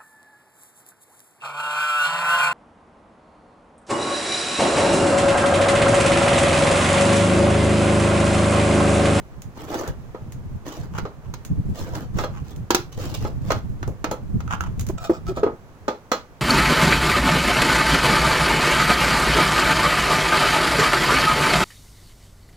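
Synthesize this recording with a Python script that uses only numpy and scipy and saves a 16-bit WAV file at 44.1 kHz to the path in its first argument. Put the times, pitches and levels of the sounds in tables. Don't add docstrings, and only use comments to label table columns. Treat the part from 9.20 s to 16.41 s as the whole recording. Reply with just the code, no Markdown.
import sys
import numpy as np
from scipy import signal
from scipy.fft import rfft, irfft, next_fast_len
from scipy.io import wavfile
from scipy.ndimage import uniform_filter1d, map_coordinates

SR = 44100
rng = np.random.default_rng(int(sys.argv[2]) if len(sys.argv) > 2 else 0)


def dump_mix(stems):
    frames = np.atleast_2d(stems).T
    limited = np.clip(frames, -1, 1)
    pcm = np.round(limited * 32767).astype(np.int16)
    wavfile.write(sys.argv[1], SR, pcm)


N = 317936
TIME = np.arange(N) / SR

# start t/s, time until the fade t/s, level/dB
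GUSTS = [(0.66, 0.059, -21.5), (1.05, 0.32, -30.5), (1.55, 0.3, -31), (2.03, 0.075, -22.5),
         (2.28, 1.16, -28), (3.75, 0.958, -26.5), (4.95, 0.82, -27), (6.0, 0.084, -28.5)]
GUST_ATTACK_S, GUST_RELEASE_S = 0.086, 0.018
# t/s, level/dB
BREEZE = [(0, -39.5), (6.2, -35.5), (6.5, -47), (7.2, -52)]
# t/s of the middle, level/dB
BUFFETS = [(2.321, -16), (2.391, -19), (2.961, -18), (5.16, -16)]
# f/Hz, gain/dB
WIND_COLOUR = [(20, -2.5), (120, 2.5), (200, -6.5), (1500, -60)]
# f/Hz, gain/dB
OUTDOORS_COLOUR = [(30, -4.5), (400, -6.5), (1000, -13), (3500, -30), (6700, -33.5), (8500, -37)]
OUTDOORS_DB = -48.5

# t/s, level/dB
TICKS = [(0.2191, -31), (0.6765, -28.5), (1.121, -32), (2.2494, -27.5), (3.361, -38), (4.676, -34),
         (4.912, -23), (5.407, -29.5), (5.5945, -23.5), (5.609, -26), (5.666, -28.5), (5.687, -28)]
# f/Hz, gain/dB
TICK_COLOUR = [(800, 2.5), (5500, 1), (6650, 8), (8000, -2), (15000, -0.5)]

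# start t/s, time until the fade t/s, swish level/dB, hiss over swish level/dB
SLEEVE = [(0.338, 0.11, -37.5, -13), (0.46, 0.14, -28, -14.5), (0.602, 0.091, -34.5, -18.5),
          (1.449, 0.043, -31, -11.5), (1.489, 0.081, -37, -9.5), (1.562, 0.087, -44.5, -13),
          (2.532, 0.086, -35.5, -7.5), (2.573, 0.26, -37.5, -13), (2.933, 0.11, -32, -14.5),
          (3.238, 0.08, -49, -5), (3.716, 0.021, -44, -2), (3.766, 0.084, -33.5, -9.5),
          (3.849, 0.081, -40, -7.5), (3.939, 0.011, -33.5, 0), (3.987, 0.094, -38, -8),
          (4.199, 0.18, -39.5, -12.5)]
RUB_RISE_SHARE, RUB_RELEASE_S = 0.48, 0.017
SNAG_DB = -2.5
# f/Hz, gain/dB
SWISH_COLOUR = [(120, -16.5), (290, 7.5), (1000, -3), (3500, -21.5), (8000, -38)]
# f/Hz, gain/dB
HISS_COLOUR = [(800, -30.5), (2800, -7), (7000, -12.5), (9500, -22.5), (15300, -16)]

BAND_EDGES = (250, 800, 2500, 8000, 16000)
# t/s, bass level/dB, softness (lost treble) level/dB
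KNOCKS = [(0.9461, -34, 25.5), (1.852, -31, 20), (2.9861, -29, 8), (3.037, -27.5, 14), (4.048, -29, 19),
          (4.304, -21, 12), (4.677, -31.5, 45), (4.844, -29, 32), (4.912, -26.5, 16.5), (5.895, -22, 31),
          (6.173, -29, 23), (6.2315, -20, 24), (6.263, -21.5, 32.5), (6.6798, -21, 15.5),
          (6.9161, -21.5, 6)]
KNOCK_MID_DB, MID_LOSS_SHARE = 2, 0.39
# f/Hz, gain/dB
KNOCK_COLOUR = [(70, -18), (450, 1), (1300, -0.5), (1800, -8.5), (4000, -15), (7000, -11.5), (9000, -24),
                (15300, -12)]
# f/Hz, level/dB, time to fade by 60 dB t/s
TABLE_MODES = [(425, -6, 0.08), (516.7, -4, 0.1), (860, -2.5, 0.11)]
# f/Hz, level/dB
METAL_MODES = [(1240, 1), (2083, -10), (3375, -7), (4130, -4), (5705, -9)]
METAL_T60_S = 0.12
RATTLE_GAP_S, RATTLE_DB, RATTLE_LOSS_DB = 0.013, -11, 14

# start t/s, time until the fade t/s, level/dB
SCRAPES = [(1.722, 0.066, -35), (2.007, 0.067, -53), (3.105, 0.088, -43.5), (5.27, 0.075, -34),
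           (5.397, 0.075, -42.5)]
# f/Hz, gain/dB
RIM_COLOUR = [(500, -6.5), (950, 9), (1400, 3), (1800, -6), (2900, -5.5), (4000, -19.5), (6650, -13.5),
              (8500, -26)]

# t/s, mids level/dB, treble over mids level/dB
CLICKS = [(1.783, -33.5, -9), (2.138, -41, -3.5), (2.7512, -38, -4.5), (3.5049, -20, -4.5),
          (3.5462, -21, -0.5), (4.3175, -28, -6), (4.6274, -35, -12.5), (4.842, -27, -8.5),
          (5.2037, -42, -9)]
BODY_DB, BODY_PER_DB = 7, 0.28
# f/Hz, gain/dB
BLADE_COLOUR = [(120, 3.5), (330, 12), (560, 3.5), (1350, 5), (1900, -1), (6700, -1.5), (9000, -11.5),
                (15300, -5)]
# f/Hz, level/dB, time to fade by 60 dB t/s
TIN_MODES = [(355, 5, 0.085), (764, -2, 0.12), (945, 10, 0.03), (1390, 13, 0.022), (2050, -6, 0.07),
             (4100, -3, 0.05), (5630, 0, 0.035), (6380, 6, 0.035)]

# t/s, level/dB
JUMPS = [(5.277, -30), (5.3087, -24), (5.3141, -25), (5.3248, -20.5), (5.335, -21), (5.3413, -27),
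         (5.407, -16.5), (5.437, -26)]
# f/Hz, level/dB
RIM_MODES = [(953, 6), (1340, 11.5), (1450, 11), (2750, -2), (6650, -4)]
RIM_T60_S = 0.02

# t/s, pitch f/Hz, push t/s, level before a trim level/dB, roughness 0-1
BOOMS = [(5.695, 408, 0.013, -14, 0.76), (5.895, 374, 0.018, -0.5, 0.15),
         (6.087, 367.5, 0.037, -14.5, 0.24), (6.17, 552, 0.003, -11, 0.56), (6.23, 427, 0.017, -3.5, 0.06)]

# start t/s, length t/s, level/dB
SQUEAKS = [(5.774, 0.016, -38.5), (5.796, 0.1, -40.5), (5.838, 0.029, -34.5), (5.891, 0.1, -44.5),
           (6.056, 0.07, -41), (6.091, 0.0081, -36), (6.15, 0.058, -40)]
# f/Hz, level/dB
LID_MODES = [(685, 17), (1275, 17), (2440, 3), (3005, -7), (3720, -1.5), (4540, -5), (5480, 1.5),
             (6070, -12), (6780, -5), (7650, -1)]
LID_T60_S = 0.05
SLIPS_PER_S = 570
LID_BEND = 0.0104

TOP_HZ = 16200


def undb(db):
    return 10 ** (np.asarray(db) / 20)


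def level(x, db=0):
    return x * undb(db) / np.sqrt(np.mean(x ** 2))


def add(out, s, sound):
    i = int(s * SR)
    out[:, i:i + sound.shape[1]] += sound[:, :out.shape[1] - i]


def colour(x, points):
    size = next_fast_len(2 * x.shape[-1], True) // 2 * 2
    hz, db = np.transpose(points)
    grid_hz = np.arange(size // 2 + 1) * SR / size + 1
    log_gain = np.log(undb(np.interp(np.log(grid_hz), np.log(hz), db)))
    cepstrum = irfft(log_gain) * (1 + np.sign(size / 2 - np.arange(size)))
    cepstrum[0] /= 2
    return irfft(rfft(x, size) * np.exp(rfft(cepstrum)))[..., :x.shape[-1]]


def ports(count, split_hz=1150):
    mid, side = rfft(rng.standard_normal((2, count)))
    hz = np.arange(len(mid)) * SR / count + 1
    apart = 0.5 / (1 + (split_hz / hz) ** 4)
    signs = np.array([[1], [-1]])
    return irfft(mid * np.sqrt(1 - apart) + signs * side * np.sqrt(apart), count)


def walk(rate):
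    points = rng.standard_normal(int(N / SR * rate) + 2)
    return np.interp(TIME * rate, np.arange(len(points)), points)


def swells(rows, attack_s, release_s):
    total = 0
    for s, length, db in rows:
        rise = np.clip((TIME - s) / attack_s, 0, 1)
        fall = np.exp(-np.maximum(TIME - s - length, 0) / release_s)
        total = total + undb(db) * rise * fall
    return total


def wind():
    gusts = swells(GUSTS, GUST_ATTACK_S, GUST_RELEASE_S)
    breeze = undb(np.interp(TIME, *np.transpose(BREEZE)))
    strength = np.hypot(breeze, gusts)
    flutter = undb(4.6 * walk(50))
    eddies = level(colour(rng.standard_normal((2, N)) * flutter, WIND_COLOUR), 0.77)
    buffet = sum(undb(db) * np.exp(-((TIME - s) / 0.019) ** 2) for s, db in BUFFETS)
    thud = level(colour(rng.standard_normal((2, N)), [(40, -26.5), (180, -21.0), (1500, -91.5)]))
    return (strength * eddies + buffet * thud) * undb([[-1.2], [0.8]])


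def outdoors():
    return level(colour(ports(N), OUTDOORS_COLOUR), OUTDOORS_DB) * undb(0.5 * walk(4.5))


def ticks(count=4000):
    out, t = np.zeros((2, N)), np.arange(count) / SR
    fade = (1 - np.exp(-t / 0.00095)) * (np.exp(-t / 0.0016) + undb(-14.5) * np.exp(-t / 0.022))
    for s, db in TICKS:
        snap = level(colour(ports(count), TICK_COLOUR), 0.67)
        add(out, s, undb(db) * fade * snap)
    return out


def grit(rate, spread_db, grain_s):
    sizes = undb(spread_db * np.minimum(rng.exponential(size=N), 3))
    catches = (rng.random(N) < rate / SR) * sizes
    return ports(N) * signal.lfilter([1], [1, -np.exp(-1 / (grain_s * SR))], catches)


def shimmer(x, spread_db=4.0, rate=30, size=1024):
    frames = signal.stft(x, nperseg=size)[2]
    streaks = rng.standard_normal(frames.shape[1:])
    streaks = uniform_filter1d(streaks, size=4, axis=0)
    streaks = uniform_filter1d(streaks, max(int(2 * SR / size / rate), 1), axis=1)
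    gain = undb(spread_db * streaks / streaks.std())
    return signal.istft(frames * level(gain), nperseg=size)[1][:, :N]


def sleeve():
    soft, bright = 0, 0
    for s, length, db, hiss_db in SLEEVE:
        rub = swells([(s, length, db)], RUB_RISE_SHARE * length, RUB_RELEASE_S)
        soft = soft + rub
        bright = bright + rub * undb(hiss_db)
    folds = undb(2 * walk(70))
    grains = grit(rate=420, spread_db=4, grain_s=0.0007)
    swish = level(colour(ports(N), SWISH_COLOUR), -3) + level(colour(grains, SWISH_COLOUR), SNAG_DB)
    hiss = level(colour(ports(N), HISS_COLOUR), -2.5) + level(colour(grains, HISS_COLOUR))
    return folds * (soft * swish + bright * hiss)


def ring(modes, t, split_hz=1500, detune_share=0.0099):
    hz, db, t60 = np.transpose(modes)[:, :, None]
    t60 = np.minimum(t60, 0.12)
    size, detune, phase, skew = rng.standard_normal((4, len(modes), 1))
    skew = skew * np.minimum(hz / split_hz, 1) ** 2 * np.array([1, -1])[:, None, None]
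    waves = np.sin(2 * np.pi * (hz * (1 + detune_share * detune) * t + phase) + skew)
    return np.sum(undb(db + 2 * size - 60 * t / t60) * waves, axis=1)


def blow(bands_db, modes, tone, hold_s, crack_s, ring_db, tail_db, tail_t60, top_db, count=15000):
    t = np.arange(count) / SR
    decay = np.exp(-np.maximum(t - hold_s, 0) / crack_s) + undb(tail_db - 60 * t / tail_t60)
    crack = level(colour(ports(count), tone)) * decay
    hit = crack + undb(ring_db) * ring(modes, t, detune_share=0.01)
    hit = hit * (1 - np.exp(-t / 0.001))
    low, mid, high = bands_db
    top = high + top_db + 0.5 * (high - mid)
    attack, edges = SR // 40, np.array(BAND_EDGES)
    centres = np.sqrt(edges[1:] * edges[:-1])
    for _ in range(2):
        power = 2 * np.mean(abs(rfft(hit[:, :attack])) ** 2, axis=0) / attack ** 2
        now_db = 10 * np.log10(np.add.reduceat(power, edges * attack // SR)[:-1])
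        hit = colour(hit, np.c_[centres, [low, mid, high, top] - now_db])
    return hit


def rattle(hit, count=3):
    out, light = hit.copy(), colour(hit, [(400, -10.0), (1200, -5.0)])
    gaps = RATTLE_GAP_S * rng.uniform(0.42, 1.3, count)
    for k, s in enumerate(np.cumsum(gaps)):
        add(out, s, undb(RATTLE_DB - RATTLE_LOSS_DB * k) * light)
    return out


def knocks():
    out = np.zeros((2, N))
    modes = TABLE_MODES + [(*mode, METAL_T60_S) for mode in METAL_MODES]
    for s, db, soft_db in KNOCKS:
        bands_db = db, db + KNOCK_MID_DB - MID_LOSS_SHARE * soft_db, db - soft_db
        hit = blow(bands_db, modes, KNOCK_COLOUR, hold_s=0.00051, crack_s=0.0068,
                   ring_db=-9.5, tail_db=-8, tail_t60=0.21, top_db=-9.0)
        add(out, s, rattle(hit))
    return out


def scrapes():
    grating = level(colour(grit(rate=760, spread_db=-4.5, grain_s=0.0015), RIM_COLOUR))
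    return grating * sum(swells([(s, length, db)], 0.66 * length, 0.014) for s, length, db in SCRAPES)


def clicks():
    out = np.zeros((2, N))
    for s, db, bright_db in CLICKS:
        bands_db = db + BODY_DB + BODY_PER_DB * db, db, db + bright_db
        hit = blow(bands_db, TIN_MODES, BLADE_COLOUR, hold_s=0.0026, crack_s=0.0044,
                   ring_db=-11.5, tail_db=-19, tail_t60=0.23, top_db=-5)
        add(out, s, hit)
    return out


def shaft_ping(count=9000):
    out = np.zeros((2, N))
    shaft = ring([(2490, 0, 0.06)], np.arange(count) / SR)
    add(out, 4.844, undb(-31) * shaft)
    return out


def creak(count=8000):
    out, t = np.zeros((2, N)), np.arange(count) / SR
    modes = [(*mode, RIM_T60_S) for mode in RIM_MODES]
    for s, db in JUMPS:
        snap = level(colour(ports(count), RIM_COLOUR)) * np.exp(-t / 0.0027)
        rim = ring(modes, t, detune_share=0.018)
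        add(out, s, undb(db) * (1 - np.exp(-t / 0.0005)) * (undb(-11) * rim + snap))
    return out


def booms(count=9000):
    out, t = np.zeros((2, N)), np.arange(count) / SR
    for s, hz, length, db, rough in BOOMS:
        after = np.maximum(t - length, 0)
        fall = np.exp(-after / 0.0014) + undb(-17) * np.exp(-after / 0.032)
        swell = (1 - np.exp(-t / 0.0012)) * fall
        pitch = hz * (1 + 0.067 * walk(105)[:count])
        phase = 2 * np.pi * np.cumsum(pitch) / SR
        tone = np.sin(phase) + undb(-30) * np.sin(2 * phase)
        drag = level(colour(ports(count), [(150, -2.5), (400, 7.5), (3000, -35)]))
        add(out, s, undb(db - 8.5) * swell * (tone + rough * drag))
    return out


def slips(length, rate, spread_db, jitter, drift, lean):
    count = int(length * SR)
    gaps, sizes, pace = rng.standard_normal((300, 3)).T
    steps = np.exp(jitter * gaps + drift * np.cumsum(pace))
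    at = (np.cumsum(steps) * SR / rate).astype(int)
    jerks = np.bincount(at, undb(spread_db * sizes), minlength=count)[:count]
    return (jerks * np.sin(np.pi * (np.arange(count) / count) ** lean))[None]


def stroke(jerks, body, db):
    sound = signal.fftconvolve(jerks, body, axes=1)
    return sound * undb(db) * np.sqrt(2 * jerks.size / np.sum(sound ** 2))


def squeaks(count=7000):
    out, t = np.zeros((2, N)), np.arange(count) / SR
    modes = [(*mode, LID_T60_S) for mode in LID_MODES]
    for s, length, db in SQUEAKS:
        jerks = slips(length, SLIPS_PER_S, spread_db=4.5, jitter=0.45, drift=0.007, lean=0.83)
        lid = ring(modes, t, detune_share=0.01)
        rasp = colour(ports(count) * np.exp(-t / 0.00091), HISS_COLOUR)
        sound = stroke(jerks, lid, db) + stroke(jerks, rasp, db - 9.5)
        bent = np.cumsum(1 + LID_BEND * walk(40.5)[:sound.shape[1]])
        add(out, s, np.array([map_coordinates(port, [bent]) for port in sound]))
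    return out


def yard(dry, wet_db=-7, t60=0.21, count=14000):
    t = np.arange(count) / SR
    echoes = ports(count) * undb(-60 * t / t60) * (1 - np.exp(-t / 0.0022))
    echoes = colour(echoes / np.sqrt(np.sum(echoes ** 2) / 2), [(5000, 0.0), (14000, -37.0)])
    return dry + undb(wet_db) * signal.fftconvolve(dry, echoes, axes=1)[:, :N]


def scene(order=4):
    handling = shimmer(sleeve()) + knocks() + scrapes() + clicks() + shaft_ping() + creak() + squeaks()
    left, right = wind() + outdoors() + ticks() + yard(handling) + booms()
    right = colour(right, [(600, -1.0), (1200, 2.5), (5000, 0.5), (6400, 4.5), (9000, -1.0)])
    return np.array([np.roll(left, order) * undb(-0.81), right])


def record(dry):
    rounded = np.tanh(dry)
    low_pass = signal.ellip(8, 0.2, 70, TOP_HZ, fs=SR, output="sos")
    return signal.sosfilt(low_pass, rounded)


dry = scene()
out = record(dry)
dump_mix(out)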